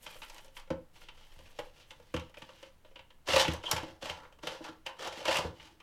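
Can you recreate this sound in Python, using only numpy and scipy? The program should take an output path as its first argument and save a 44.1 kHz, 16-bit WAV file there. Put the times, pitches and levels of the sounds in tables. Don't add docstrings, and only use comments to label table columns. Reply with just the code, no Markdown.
import sys
import numpy as np
from scipy import signal
from scipy.fft import rfft, irfft
from scipy.io import wavfile

SR = 44100
rng = np.random.default_rng(int(sys.argv[2]) if len(sys.argv) > 2 else 0)


def volts_from_decibels(level):
    exponent = np.asarray(level, float) / 20
    return 10 ** exponent


def master(y):
    cut = np.clip(np.atleast_2d(y).T, -1, 1)
    pcm = np.round(cut * 32767)
    wavfile.write(sys.argv[1], SR, pcm.astype(np.int16))


N = 256838
STEP = 40

# time in seconds, click level in dB, thump level in dB,
# sharpness of the click in dB; the levels hold before each part takes its share.
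KNOCKS = [(0.063, -39.5, -46, -5), (0.153, -65, -50, 4), (0.218, -43.5, -52.5, -4), (0.229, -48, -69, -2),
          (0.297, -47, -56.5, 10), (0.344, -62, -60, 19.5), (0.38, -51, -62, 9), (0.445, -62, -56, 16.5),
          (0.479, -63, -61, 8), (0.567, -44, -73, -4), (0.596, -54, -59, 9), (0.674, -62, -60, -3),
          (0.703, -43.5, -27.5, 3), (0.958, -57.5, -80, 2), (1.015, -55, -65, -9),
          (1.085, -45.5, -53.5, -5), (1.389, -59.5, -54.5, 11), (1.588, -38, -30.5, -2),
          (1.906, -46.5, -54, 2), (1.998, -65.5, -49.5, 10), (2.14, -39.5, -28.5, 6),
          (2.163, -38.5, -54, 0), (2.195, -46, -59, 2.5), (2.295, -65.5, -59, 10), (2.341, -51, -77, -6),
          (2.37, -48, -45, -5), (2.419, -44, -71, -5), (2.49, -50.5, -54, -8), (2.627, -48, -47, 0),
          (2.847, -59, -53, -6), (2.912, -76, -63, -5), (2.957, -46.5, -52, -12), (2.991, -50, -58.5, -9),
          (3.103, -55, -62, -9), (3.285, -35, -28.5, 0), (3.333, -31, -22.5, -17), (3.361, -20, -22, 2.5),
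          (3.395, -26, -49, 4.5), (3.449, -31.5, -57, -25), (3.479, -31.5, -35, 1),
          (3.535, -55.5, -35, 20.5), (3.554, -66, -50, 8), (3.637, -43.5, -41.5, -2),
          (3.712, -26.5, -37, 14), (3.728, -66, -34.5, 0), (3.763, -32, -38.5, 3), (3.83, -49, -44.5, 6),
          (4.025, -43, -37.5, -25), (4.056, -40, -40, 2.5), (4.096, -34.5, -38.5, -2.5),
          (4.249, -58, -56, -9), (4.324, -60, -63, 4), (4.387, -62, -56.5, 4), (4.432, -48, -41, 3),
          (4.47, -31, -38, 2), (4.605, -70, -45, -4), (4.64, -49, -62, 7.5), (4.692, -73, -53, 5),
          (4.863, -36, -39.5, 0.5), (4.967, -59, -76, 2), (5.073, -43, -39, 9), (5.125, -46, -42, -1),
          (5.208, -53, -36.5, 9), (5.253, -30.5, -33.5, 2), (5.281, -30.5, -23, -2),
          (5.355, -31.5, -30.5, 4), (5.368, -32, -36, 10), (5.446, -65, -33.5, -10),
          (5.598, -49.5, -70, -19), (5.67, -60, -77, 3), (5.801, -54, -61, -1)]
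# start in seconds, length in seconds, rubbing level in dB before
# each part takes its share, change along the way in dB, fingertip noise level in dB before its flicker.
HANDLING = [(0.03, 0.43, -60, -9, -65), (0.563, 0.044, -67, -1, -69.5), (0.965, 0.065, -65.5, 1.5, -73),
            (1.15, 0.53, -68.5, 1, -80.5), (1.764, 0.053, -63, -6.5, -75), (1.864, 0.4, -73.5, 0, -83),
            (2.38, 0.28, -66.5, -0.5, -85), (2.872, 0.13, -76, -12, -102), (5.566, 0.12, -62.5, -1.5, -90)]


def rms_one(x):
    return x / np.sqrt(np.mean(x ** 2) + 1e-20)


def colour(x, points):
    hz = np.maximum(np.arange(N // 2 + 1) * SR / N, 1)
    point_hz, point_db = np.transpose(points)
    shape_db = np.interp(np.log(hz), np.log(point_hz), point_db)
    return rms_one(irfft(rfft(x) * volts_from_decibels(shape_db), N))


def band(x, low_hz, high_hz):
    sos = signal.butter(3, [low_hz, high_hz], "band", fs=SR, output="sos")
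    return signal.sosfilt(sos, x)


def drift(rate_hz):
    r = np.exp(-2 * np.pi * rate_hz * STEP / SR)
    white = rng.standard_normal(N // STEP + 1002)
    slow = signal.lfilter([1], [1, -2 * r, r * r], white)[1000:]
    return np.interp(np.arange(N) / STEP, np.arange(len(slow)), rms_one(slow))


def strokes(starts, lengths, levels_db, changes_db, rise_db_per_s, fall_db_per_s):
    t = np.arange(0, N + STEP, STEP)[:, None] / SR
    along = np.clip((t - starts) / np.maximum(lengths, 1e-3), 0, 1)
    before_db = rise_db_per_s * np.maximum(starts - t, 0)
    after_db = fall_db_per_s * np.maximum(t - starts - lengths, 0)
    power = volts_from_decibels(2 * (levels_db + changes_db * along - before_db - after_db)).sum(axis=1)
    return np.interp(np.arange(N) / SR, t[:, 0], np.sqrt(power))


def ring(force, hz, t60):
    r, w = volts_from_decibels(-60 / (t60 * SR)), 2 * np.pi * hz / SR
    gain = 2 * np.sin(w) * np.sqrt(1 - r)
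    return signal.lfilter([0, gain], [1, -2 * r * np.cos(w), r * r], force + 1e-18)


def blows(starts, contact_s):
    rise = np.exp(-1 / (0.00094 * SR))
    swell = signal.lfilter([1 - rise], [1, -rise], starts + 1e-18)
    chatter = signal.lfilter([1], [1, -np.exp(-1 / (contact_s * SR))], swell)
    return chatter, starts * np.sqrt(contact_s * SR)


def rumble():
    # time in seconds, level in dB.
    rumble_curve = [(0, -54), (1.7, -57.5), (2.2, -64), (3, -61.5), (5.82, -70)]
    s, level_db = np.transpose(rumble_curve)
    gain = volts_from_decibels(np.interp(np.arange(N) / SR, s, level_db))
    return gain * rms_one(band(rng.standard_normal(N), 7.7, 22.3))


def hiss():
    # frequency in Hz, density in dB per Hz.
    hiss_spectrum = [(20, -15.5), (55, -8.5), (100, -11), (200, -18.5), (500, -25.5), (1000, -27),
                     (3000, -34), (5000, -39), (16000, -42.5)]
    return volts_from_decibels(-67) * colour(rng.standard_normal(N), hiss_spectrum)


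def room(x):
    t60_s, wall_cut_hz, onset_s = 0.27, 2700, 0.017
    t = np.arange(round(.5 * SR)) / SR
    decay = volts_from_decibels(-60 * t / t60_s)
    white = rng.standard_normal(len(t))
    dull = signal.sosfilt(signal.butter(1, wall_cut_hz, fs=SR, output="sos"), white)
    bright = (white - dull) * decay
    tail = (dull + bright) * decay * np.minimum(t / onset_s, 1)
    return signal.fftconvolve(x, tail / np.sqrt(np.sum(tail ** 2)))[:N]


def fingers():
    rise_db_per_s, lift_db_per_s, flicker_db = 500, 408, 5
    s, length, _, change_db, db = np.transpose(HANDLING)
    brush = strokes(s, length, db, change_db, rise_db_per_s, lift_db_per_s)
    noise = rms_one(band(rng.standard_normal(N), 6300, 14000))
    return brush * volts_from_decibels(flicker_db * drift(24.8)) * noise


def squeak():
    slips_per_s, mode_hz, t60_s = 230, 3190, 0.014
    turns = np.cumsum(slips_per_s * (1 + 0.12 * drift(65))) / SR
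    slips = np.diff(np.floor(turns), prepend=0) * volts_from_decibels(rng.normal(0, 1.8, N))
    caught = strokes(3.664, .007, -33, 0, 1500, 900)
    return band(caught * rms_one(ring(slips, mode_hz, t60_s)), 2700, 3500)


def cracks():
    crack_db, db_per_sharpness, contact_s = -23, 1.8, .002
    s, click_db, _, sharp_db = np.transpose(KNOCKS)
    starts = np.zeros(N)
    starts[np.round(s * SR).astype(int)] = volts_from_decibels(click_db + crack_db + db_per_sharpness * sharp_db)
    chatter, _ = blows(starts, contact_s)
    return chatter * rms_one(band(rng.standard_normal(N), 6800, 13200))


def grains():
    grains_per_s, spread_db, slip_db = 2200, 1, 2.5
    sizes = volts_from_decibels(spread_db * np.minimum(rng.exponential(1, N), 5)) * rng.choice([-1, 1], N)
    present = rng.random(N) < grains_per_s / SR
    return rms_one(sizes * present * volts_from_decibels(slip_db * drift(22.0)))


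def catches():
    catches_per_s, typical_db, spread_db = 45, -0.5, 4.5
    present = rng.random(N) < catches_per_s / SR
    return present * volts_from_decibels(typical_db + spread_db * rng.standard_normal(N))


def rubbing(k):
    # start in seconds, length in seconds, level in
    # dB before each part takes its share, change along the way in dB, pressure on the box in dB.
    pull_rows = [(3.271, 0.038, -43, 8.5, 1.5), (3.324, 0.079, -38.5, 4.5, -0.5),
                 (3.437, 0.083, -43.5, -3, 1.5), (3.63, 0.035, -57, 6, 1.5), (3.682, 0.017, -48, 8, 4),
                 (3.718, 0.22, -48.5, -17, 3), (4.023, 0.082, -48, 1, 2), (4.113, 0.16, -68.5, 1, 5.5),
                 (4.43, 0.12, -54, 4.5, 2), (4.616, 0.041, -61, 12.5, 4), (4.863, 0.03, -50.5, -9.5, 5),
                 (4.995, 0.077, -45.5, 0, 3), (5.123, 0.093, -51.5, 4.5, 2), (5.263, 0.052, -44, 9.5, 2.5),
                 (5.325, 0.045, -40, 3, -0.5), (5.393, 0.058, -49.5, -12.5, 15.5)]
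    hand_share_db = [-17, -10, -6.5, -2, -4.5]
    pull_share_db = [-22, -9.5, -4.5, -1.5, -3]
    pressure_weight = [1, 1, 1, -1, -1.44]
    s, length, db, change_db, _ = np.transpose(HANDLING)
    hands = strokes(s, length, db + hand_share_db[k], change_db, 500, 202)
    s, length, db, change_db, pressure_db = np.transpose(pull_rows)
    level_db = db + pull_share_db[k] + pressure_weight[k] * pressure_db
    fall_db_per_s = 228 if k else 54.5
    pulls = strokes(s, length, level_db, change_db, 1800, fall_db_per_s)
    return np.hypot(hands, pulls)


def struck(k):
    click_share_db = [-23.5, -20, -6.5, 0, -11]
    thump_share_db = [-17.5, -0.5, -12.5, -33, -40]
    sharpness_weight = [0, 0.07, 0, 0, 0.72]
    s, click_db, thump_db, sharp_db = np.transpose(KNOCKS)
    click = volts_from_decibels(click_db + click_share_db[k] + sharpness_weight[k] * sharp_db)
    thump = volts_from_decibels(thump_db + thump_share_db[k])
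    starts = np.zeros(N)
    starts[np.round(s * SR).astype(int)] = np.hypot(click, thump)
    return starts


def thuds(hz):
    # time in seconds, level in dB before
    # the common gain, frequency in Hz that the spot favours.
    landings = [(0.705, -27.5, 200), (1.361, -51, 100), (1.389, -48, 80), (1.43, -53, 90),
                (1.999, -55, 117), (2.14, -30, 166), (2.164, -39, 140), (2.419, -52, 157),
                (3.284, -42, 89.5), (3.332, -35, 88), (3.393, -47, 100), (3.449, -41, 120),
                (3.48, -21.5, 144), (3.53, -41, 110), (3.728, -31.5, 101), (3.763, -49, 100),
                (3.831, -41.5, 250), (3.922, -50, 81), (4.025, -46.5, 173), (4.096, -49, 110),
                (4.434, -45.5, 283), (4.47, -47, 114), (4.607, -46.5, 297), (4.69, -47.5, 300),
                (5.17, -47, 250), (5.28, -61, 300), (5.382, -36, 158), (5.446, -36, 111), (5.501, -41, 80),
                (5.597, -73, 150)]
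    gain_db, loss_db, contact_s = 2.5, 8, 0.0017
    s, db, spot_hz = np.transpose(landings)
    pushes = np.zeros(N)
    pushes[np.round(s * SR).astype(int)] = volts_from_decibels(db + gain_db - loss_db * np.log2(hz / spot_hz) ** 2)
    return pushes * np.sqrt(contact_s * SR)


def cover():
    # frequency in Hz, level in dB relative to the others of its part.
    mode_rows = [(58, -14), (80, -2), (118, -4), (172, -4.5), (243, -4.5), (322, 6.5), (350, -4), (465, -7),
                 (505, 4), (530, 6.5), (575, 2.5), (620, -1), (740, 11.5), (786, -19), (860, 4), (975, 5),
                 (1155, 0), (1370, -1.5), (1650, -7.5), (1920, -7), (2200, -2.5), (2490, -0.5), (2790, 2.5),
                 (3020, 4), (3200, -2.5), (3400, -7), (3860, -7), (4800, 0.5), (5600, -6.5), (6200, -4.5)]
    # lowest frequency in Hz, highest frequency in Hz, level of
    # the dense unresolved modes in dB on the scale of the modes, contact time in seconds, knock level
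    # in dB, t60 in seconds at the part's middle frequency.
    part_rows = [(59.3, 328, -26, 0.0021, -2, 0.16), (396, 677, -19.5, 0.0032, 2, 0.056),
                 (744.9, 1647, 5, 0.013, -0.5, 0.025), (1840, 4640, 4, 0.0087, 2, 0.011),
                 (4600, 15000, 15, 0.0066, 3.5, 0.068)]
    # frequency in Hz, density in dB per Hz.
    dense_spectrum = [(40, -26.5), (250, 14.5), (520, -34.5), (1000, -14.5), (2000, -2), (3000, 1),
                      (4200, -9.5), (6000, -13.5), (9000, -23), (16000, -34.5)]
    wander_db = 3
    rough, snags, out = grains(), catches(), np.zeros(N)
    dense_rub = colour(rough, dense_spectrum)
    dense_knock = colour(rng.standard_normal(N), dense_spectrum)
    for k, (low_hz, high_hz, dense_db, contact_s, knock_db, t60) in enumerate(part_rows):
        rub, part = rubbing(k), np.zeros(N)
        chatter, push = blows(volts_from_decibels(knock_db) * struck(k) + rub * snags, contact_s)
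        modes = [m for m in mode_rows if low_hz <= m[0] < high_hz]
        total = np.sqrt(sum(volts_from_decibels(2 * m[1]) for m in modes) + volts_from_decibels(2 * dense_db))
        gather = np.sqrt(SR / high_hz / 8)
        middle_hz = np.sqrt(low_hz * high_hz)
        for j, (hz, level_db) in enumerate(modes):
            rattle = hz / (hz + 900)
            clean = 0.77 * (1 - rattle) * (-1) ** j * (push + thuds(hz))
            rough_knock = 0.95 * rattle * chatter * rng.standard_normal(N)
            force = volts_from_decibels(wander_db * drift(9.1)) * (rub * rough + gather * (clean + rough_knock))
            mode_t60 = t60 * np.sqrt(middle_hz / hz)
            part += volts_from_decibels(level_db) * ring(force, hz, mode_t60)
        part = band(part, .8 * low_hz, 1.2 * high_hz)
        unresolved = rub * rms_one(band(dense_rub, low_hz, high_hz))
        unresolved += chatter * rms_one(band(dense_knock, low_hz, high_hz))
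        out += (part + volts_from_decibels(dense_db) * unresolved) / total
    return out


def scene():
    near = cover() + cracks() + squeak() + fingers()
    reverberant = volts_from_decibels(-9.5) * room(near)
    return (near + reverberant + hiss() + rumble())[None]


def band_limit(x):
    return signal.sosfilt(signal.butter(12, 16500, fs=SR, output="sos"), x)


def record(dry):
    return band_limit(dry)


dry = scene()
out = record(dry)
master(out)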